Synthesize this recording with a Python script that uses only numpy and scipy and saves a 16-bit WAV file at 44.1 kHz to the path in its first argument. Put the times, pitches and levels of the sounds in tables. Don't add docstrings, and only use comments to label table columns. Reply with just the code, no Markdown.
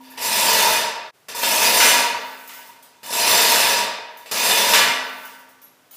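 import sys
import numpy as np
from scipy import signal
from scipy.fft import rfft, irfft, next_fast_len
from scipy.io import wavfile
from scipy.ndimage import map_coordinates

SR = 44100
rng = np.random.default_rng(int(sys.argv[2]) if len(sys.argv) > 2 else 0)


def digitize_waveform(pressure):
    field = np.atleast_2d(pressure).T
    bounded = np.clip(field, -1, 1)
    quanta = np.round(bounded * 32767).astype(np.int16)
    wavfile.write(sys.argv[1], SR, quanta)


N = 262835

# t/s, level/dB before the crash and ring offsets, hum level/dB
CLANG_EVENTS = [(1.801, -16, -39), (2.493, -44, -80), (4.736, -15, -40.5)]
TOP_HZ = 15350


def amp(db):
    return 10 ** (np.asarray(db) / 20)


def unit(x):
    return x / np.sqrt(np.mean(x ** 2) + 1e-20)


def along(points, hz):
    f, value = np.transpose(points)
    return np.interp(np.log(hz + 1), np.log(f + 1), value)


def add(track, s, sound):
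    start = max(0, round(s * SR))
    track[start:start + len(sound)] += sound[:N - start]


def filtered(x, gain):
    size = next_fast_len(N + SR // 2)
    return irfft(rfft(x, size) * gain(np.fft.rfftfreq(size, 1 / SR)), size)[:N]


def struck(x, gain, size=32768):
    log_gain = np.log(np.maximum(gain(np.fft.rfftfreq(size, 1 / SR)), 1e-6))
    cepstrum = irfft(log_gain)
    cepstrum[1:size // 2] *= 2
    cepstrum[size // 2 + 1:] = 0
    impulse_response = irfft(np.exp(rfft(cepstrum)))
    return signal.fftconvolve(x, impulse_response)[:N]


def burst(t60):
    t = np.arange(SR // 2) / SR
    noise = rng.standard_normal(len(t)) * amp(-60 * t / t60)
    return noise / np.linalg.norm(noise) * np.sqrt(SR / 10 / 10)


def hall(x, direct_db, count=6):
    # f/Hz, t60/s
    decay_times = [(100, 0.56), (500, 1.11), (1500, 1.17), (3000, 0.85), (5000, 0.67), (8000, 0.43),
                   (14000, 0.23)]
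    hz, t, noise = signal.stft(rng.standard_normal((count, 3 * SR // 2)), SR, nperseg=256)
    t60 = along(decay_times, hz)[:, None]
    tails = signal.istft(noise * amp(-60 * t / t60) / np.sqrt(t60), SR, nperseg=256)[1]
    tails /= np.linalg.norm(tails[0])
    path = np.arange(N) // 256 % count == np.arange(count)[:, None]
    wet = signal.fftconvolve(x * path, tails, axes=1)[:, :N].sum(0)
    return (amp(direct_db) * x + wet) / np.hypot(1, amp(direct_db))


def links(rattle_db, most_per_s, scatter_db, ring_t60, ring_db, count=4000):
    chance, size, pitch, luck = rng.random((count, 4)).T
    at = (chance * N).astype(int)
    rate = most_per_s * amp((rattle_db[at] - rattle_db.max()) / 4)
    kept = luck < rate * N / SR / count
    size = amp(scatter_db * size) / np.sqrt(rate) * kept
    t = np.arange(SR // 50) / SR
    tones = np.sin(2 * np.pi * TOP_HZ * np.sqrt(pitch)[:, None] * t)
    rings = size[:, None] * tones * amp(-60 * t / ring_t60)
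    jingle = np.bincount((at[:, None] + np.arange(len(t))).ravel(), rings.ravel(), N)[:N]
    clicks = np.bincount(at, size * rng.choice([-1, 1], count), N)
    return unit(unit(clicks) + amp(ring_db) * unit(jingle))


def still_air(level_db):
    # f/Hz, relative level/dB
    air_colour = [(25, -32), (55, -15), (120, 0.5), (250, 1.5), (600, 3), (1500, -1), (4000, -6.5),
                  (9000, -11), (15000, -11.5)]
    noise = rng.standard_normal(N)
    return amp(level_db) * unit(filtered(noise, lambda hz: amp(along(air_colour, hz))))


def low_ring(hz, t60, start_db, under_hz, under_db):
    out, t = np.zeros(N), np.arange(2 * SR) / SR
    envelope = amp(-60 * t / t60) * (1 - np.exp(-t / 0.0013))
    upper = envelope * np.sin(2 * np.pi * hz * t)
    under = envelope * np.sin(2 * np.pi * under_hz * t)
    add(out, 0, amp(start_db) * upper)
    for s, _, db in CLANG_EVENTS:
        add(out, s, amp(db) * (upper + amp(under_db) * under))
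    return out


def sways():
    # start t/s, length/s, sliding level/dB, shake of the hoist/dB
    swings = [(0, 0.2, -62, -45), (2.158, .3, -47.5, -55), (2.487, 0.18, -47, -47),
              (2.759, 0.71, -70, -57.5), (4.167, .14, -62, -50.5), (5.033, 0.28, -49, -51.5),
              (5.923, 0.046, -44, -68)]
    rise_s, fade_db_per_s = 0.0062, 170
    rest_db = -75
    t = np.arange(N) / SR
    sliding = shake = np.full(N, amp(rest_db))
    for s, length, slide_db, shake_db in swings:
        rise = np.clip((t - s) / rise_s, 0, 1)
        swing = rise * amp(-fade_db_per_s * np.maximum(t - s - length, 0))
        sliding = np.hypot(sliding, amp(slide_db) * swing)
        shake = np.hypot(shake, amp(shake_db) * swing)
    return 20 * np.log10(sliding), 20 * np.log10(shake)


def slack(tick_t60):
    # t/s, level/dB over 10 ms before filter and echo
    tick_events = [(0.102, -42), (2.476, -34.5), (2.535, -35.5), (2.826, -39.5), (4.172, -40), (5.166, -47),
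                   (5.252, -37), (5.39, -44.5), (5.489, -47), (5.617, -42.5), (5.91, -39.5)]
    # f/Hz, relative level/dB
    heard_spectrum = [(100, -24), (400, 0), (2500, -3.5), (8000, -1.5), (13000, 0.5), (14300, 5),
                      (15100, 8.5)]
    level_db = sways()[0]
    sliding = links(level_db, most_per_s=540, scatter_db=18, ring_t60=.004, ring_db=-8)
    contacts = amp(level_db) * sliding
    for s, db in tick_events:
        add(contacts, s, amp(db) * burst(tick_t60))

    def hiss_gain(hz):
        return unit(amp(along(heard_spectrum, hz)) * np.where(hz < TOP_HZ + 500, 1, .1))

    return struck(hall(contacts, direct_db=-10), hiss_gain)


def effort():
    # start t/s, run-up time constant/s, let-go t/s, level/dB,
    # treble lift/dB, song of the wheel/dB relative to the level
    hauls = [(0.167, 0.14, 0.74, -13.5, -0.5, -8), (1.329, 0.14, 1.96, -13.5, 0, -8.5),
             (3.041, 0.13, 3.727, -13.5, -1, -10), (4.311, 0.065, 4.833, -15, -2, -9.5)]
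    ease_s, coast_db_per_s = .05, 136.5
    dulling = 0.24
    song_fade = 0.91
    idle_lift_db, idle_song_db = -6.5, -3.5
    t = np.arange(N) / SR
    power = (amp(sways()[1]) * amp([[0], [idle_lift_db], [idle_song_db]])) ** 2
    for start, run_up, let_go, db, lift_db, song_db in hauls:
        speed = 1 - np.exp(-np.maximum(t - start, 0) / run_up)
        coast_db = -coast_db_per_s * ease_s * np.logaddexp(0, (t - let_go) / ease_s)
        treble_db = lift_db + (1 + dulling) * coast_db
        wheel_db = song_db + song_fade * coast_db
        power += (speed * amp(db + np.array([coast_db, treble_db, wheel_db]))) ** 2
    rattle_db, treble_db, song_db = 10 * np.log10(power)
    return rattle_db, treble_db - rattle_db, song_db


def housing(hz):
    # f/Hz, relative level/dB
    chain_colour = [(35, -56), (58, -59), (80, -27.5), (170, -30.5), (330, -22.5), (520, -19), (800, -14.5),
                    (1300, -15.5), (1900, -13), (3200, -17), (5100, -14), (6500, -20), (9000, -20),
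                    (13500, -22.5), (15000, -21)]
    # f/Hz, width/Hz, lift/dB
    resonances = [(120, 15, 8.5), (208.8, 10.6, 14), (253.4, 19.5, 11), (452, 38, 11), (551.6, 25, 11.5),
                  (628, 15, 13.5), (700, 7.8, 11.5), (1165, 5.5, 9), (1695, 5.7, 10.5), (1730, 13, 7),
                  (1954, 85, 3.5), (2466, 23, 12), (2680, 107, 7.5), (2936, 44, 8.5), (3605, 106, 9.5),
                  (4205, 18, 9.5), (4550, 58, 5), (4890, 22, 10), (5300, 114, 7), (5930, 12, 13),
                  (6070, 43, 10), (6450, 26, 8.5), (7250, 42, 8), (7460, 400, 5), (8950, 26, 10.5),
                  (9551, 20, 10.5), (10680, 45, 8), (11430, 230, 5.5)]
    peaks = 0
    for centre, width, db in resonances:
        peaks = peaks + (amp(db) ** 2 - 1) / (1 + (2 * (hz - centre) / width) ** 2)
    band = np.where(hz < TOP_HZ + 1000, 1, .1)
    return unit(amp(along(chain_colour, hz)) * np.sqrt(np.abs(1 + peaks)) * band)


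def hoist(rattle_db, lift_db, jerk_t60, split_hz, direct_db):
    # t/s, level/dB over 10 ms before colour and echo, treble lift/dB
    jerk_events = [(.175, -23, -8), (.247, -20.5, 6), (1.2847, -23, -2.5), (1.348, -25.5, 5),
                   (1.433, -13, -3), (3.031, -28, -2), (3.118, -29, 4.5), (4.259, -30, -5.5),
                   (4.313, -14, 0), (4.493, -11.5, -4)]
    body = amp(rattle_db) * links(rattle_db, most_per_s=600, scatter_db=11.5, ring_t60=0.02, ring_db=-2.5)
    treble = body * amp(lift_db)
    for s, db, lift in jerk_events:
        jerk = amp(db) * burst(jerk_t60)
        add(body, s, jerk)
        add(treble, s, jerk * amp(lift))

    def low(hz):
        return housing(hz) / np.hypot(1, (hz / split_hz) ** 3)

    def high(hz):
        return low(hz) * (hz / split_hz) ** 3

    return struck(hall(body, direct_db), low) + struck(hall(treble, direct_db), high)


def wheel(song_db, knock_hz, knock_t60, pockets_per_s, count=260):
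    # t/s, starting level/dB of the decay
    knock_events = [(.005, -39.5), (.174, -33), (.247, -23), (.301, -27), (.346, -24), (.495, -15.5),
                    (1.347, -28), (1.38, -24.5), (1.951, -15), (2.039, -17), (2.146, -19.5), (2.244, -25),
                    (2.59, -38), (2.692, -38.5), (3.07, -35), (3.19, -30), (3.79, -16), (4.874, -18)]
    # f/Hz, half-width at half amplitude/Hz, relative level/dB
    wheel_modes = [(880, 15, -8.5), (926.4, 10.2, -3), (954.3, 9, -1.5), (994.3, 7.7, -8)]
    size_scatter_db, timing_jitter = 2, .25
    gap, size = rng.standard_normal((count, 2)).T
    at = np.cumsum(np.exp(timing_jitter * gap) * SR / pockets_per_s).astype(int)
    drops = unit(np.bincount(at, amp(size_scatter_db * size), N)[:N])
    contacts = amp(song_db) * drops

    def modes(hz):
        return unit(sum(amp(db) / (1 + ((hz - centre) / width) ** 2) for centre, width, db in wheel_modes))

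    knocks, t = np.zeros(N), np.arange(SR // 2) / SR
    clonk = (1 - np.exp(-t / 0.00071)) * np.sin(2 * np.pi * knock_hz * t)
    for s, db in knock_events:
        add(knocks, s, amp(db - 60 * t / knock_t60) * clonk)
    return knocks + struck(hall(contacts, direct_db=-2.5), modes)


def pings(t60, direct_db):
    # t/s, starting level/dB of the decay before echo, f/Hz
    ping_events = [(.102, -34, 11600), (4.172, -35, 11800), (5.634, -30, 11620)]
    out, t = np.zeros(N), np.arange(SR // 4) / SR
    for s, db, hz in ping_events:
        envelope = amp(db - 60 * t / t60) * (1 - np.exp(-t / 0.0018))
        add(out, s, envelope * np.sin(2 * np.pi * hz * t))
    return hall(out, direct_db, count=1)


def waver(rate, count=200):
    at = np.arange(2 * SR) * rate / SR
    re, im = (map_coordinates(knots, [at], mode='wrap') for knots in rng.standard_normal((2, count)))
    return (re + 1j * im) / np.sqrt(2)


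def clangs(crash_db, crash_t60, ring_db, damping):
    # f/Hz, relative level/dB, t60/s before division by damping
    steel_modes = [(542, -14, 1), (1163, -1, 1.35), (1370, -4, 1.4), (1513, 3.5, 1.3), (1683, 8, 0.65),
                   (1957, 6, 0.98), (2110, 3.5, 1.0), (2230, -7, 0.51), (2390, 5, 0.78), (2963, 1, 0.98),
                   (3400, -3, 0.66), (3370, -14, 1.2), (3650, -11, 0.92), (4700, -21, .7), (5380, -10, 0.7),
                   (5400, -16, 0.74), (6100, -19, 0.61)]
    # f/Hz, relative level/dB
    crash_colour = [(60, -41), (300, -41.5), (800, 0), (1400, 5), (2800, 5.5), (5000, -0.5), (8000, -5.5),
                    (15000, -16.5)]
    crashes, rings, t = np.zeros(N), np.zeros(N), np.arange(2 * SR) / SR
    for s, db, _ in CLANG_EVENTS:
        add(crashes, s, amp(db + crash_db) * burst(crash_t60))
        for hz, level, t60 in steel_modes:
            fade = amp(db + ring_db + level - 60 * damping * t / t60) * (1 - np.exp(-t / 0.038))
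            blur = 0.86 + 1.35 * waver(rate=28.4)
            add(rings, s, fade * np.real(blur * np.exp(2j * np.pi * hz * t)))
    crash = struck(hall(crashes, direct_db=-3.5), lambda hz: unit(amp(along(crash_colour, hz))))
    return crash + rings


def level_dip():
    # t/s, hoist gain/dB, air gain/dB
    dip_points = [(1.085, 0, 0), (1.106, -6, 0), (1.116, -45, -22), (1.145, -45, 0), (1.278, -40, 0),
                  (1.285, 0, 0)]
    s, hoist_db, air_db = np.transpose(dip_points)
    t = np.arange(N) / SR
    return amp(np.interp(t, s, hoist_db)), amp(np.interp(t, s, air_db))


def scene():
    hoist_gain, air_gain = level_dip()
    air = still_air(level_db=-58.0)
    hum = low_ring(hz=260, t60=2.24, start_db=-43.5, under_hz=202.6, under_db=-11.5)
    loose = slack(tick_t60=0.045) + pings(t60=0.034, direct_db=-6)
    rattle_db, lift_db, song_db = effort()
    chain = hoist(rattle_db, lift_db, jerk_t60=0.12, split_hz=4600, direct_db=-7.5)
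    chain += wheel(song_db, knock_hz=953, knock_t60=0.18, pockets_per_s=29)
    steel = clangs(crash_db=10.5, crash_t60=0.2, ring_db=-12.5, damping=1.03)
    return hoist_gain * (chain + loose + steel + hum) + air_gain * air


def record(dry):
    rounded = dry / (1 + (dry / .92) ** 8) ** (1 / 8)
    return filtered(rounded, lambda hz: 1 / (1 + (hz / TOP_HZ) ** 400))


dry = scene()
out = record(dry)
digitize_waveform(out)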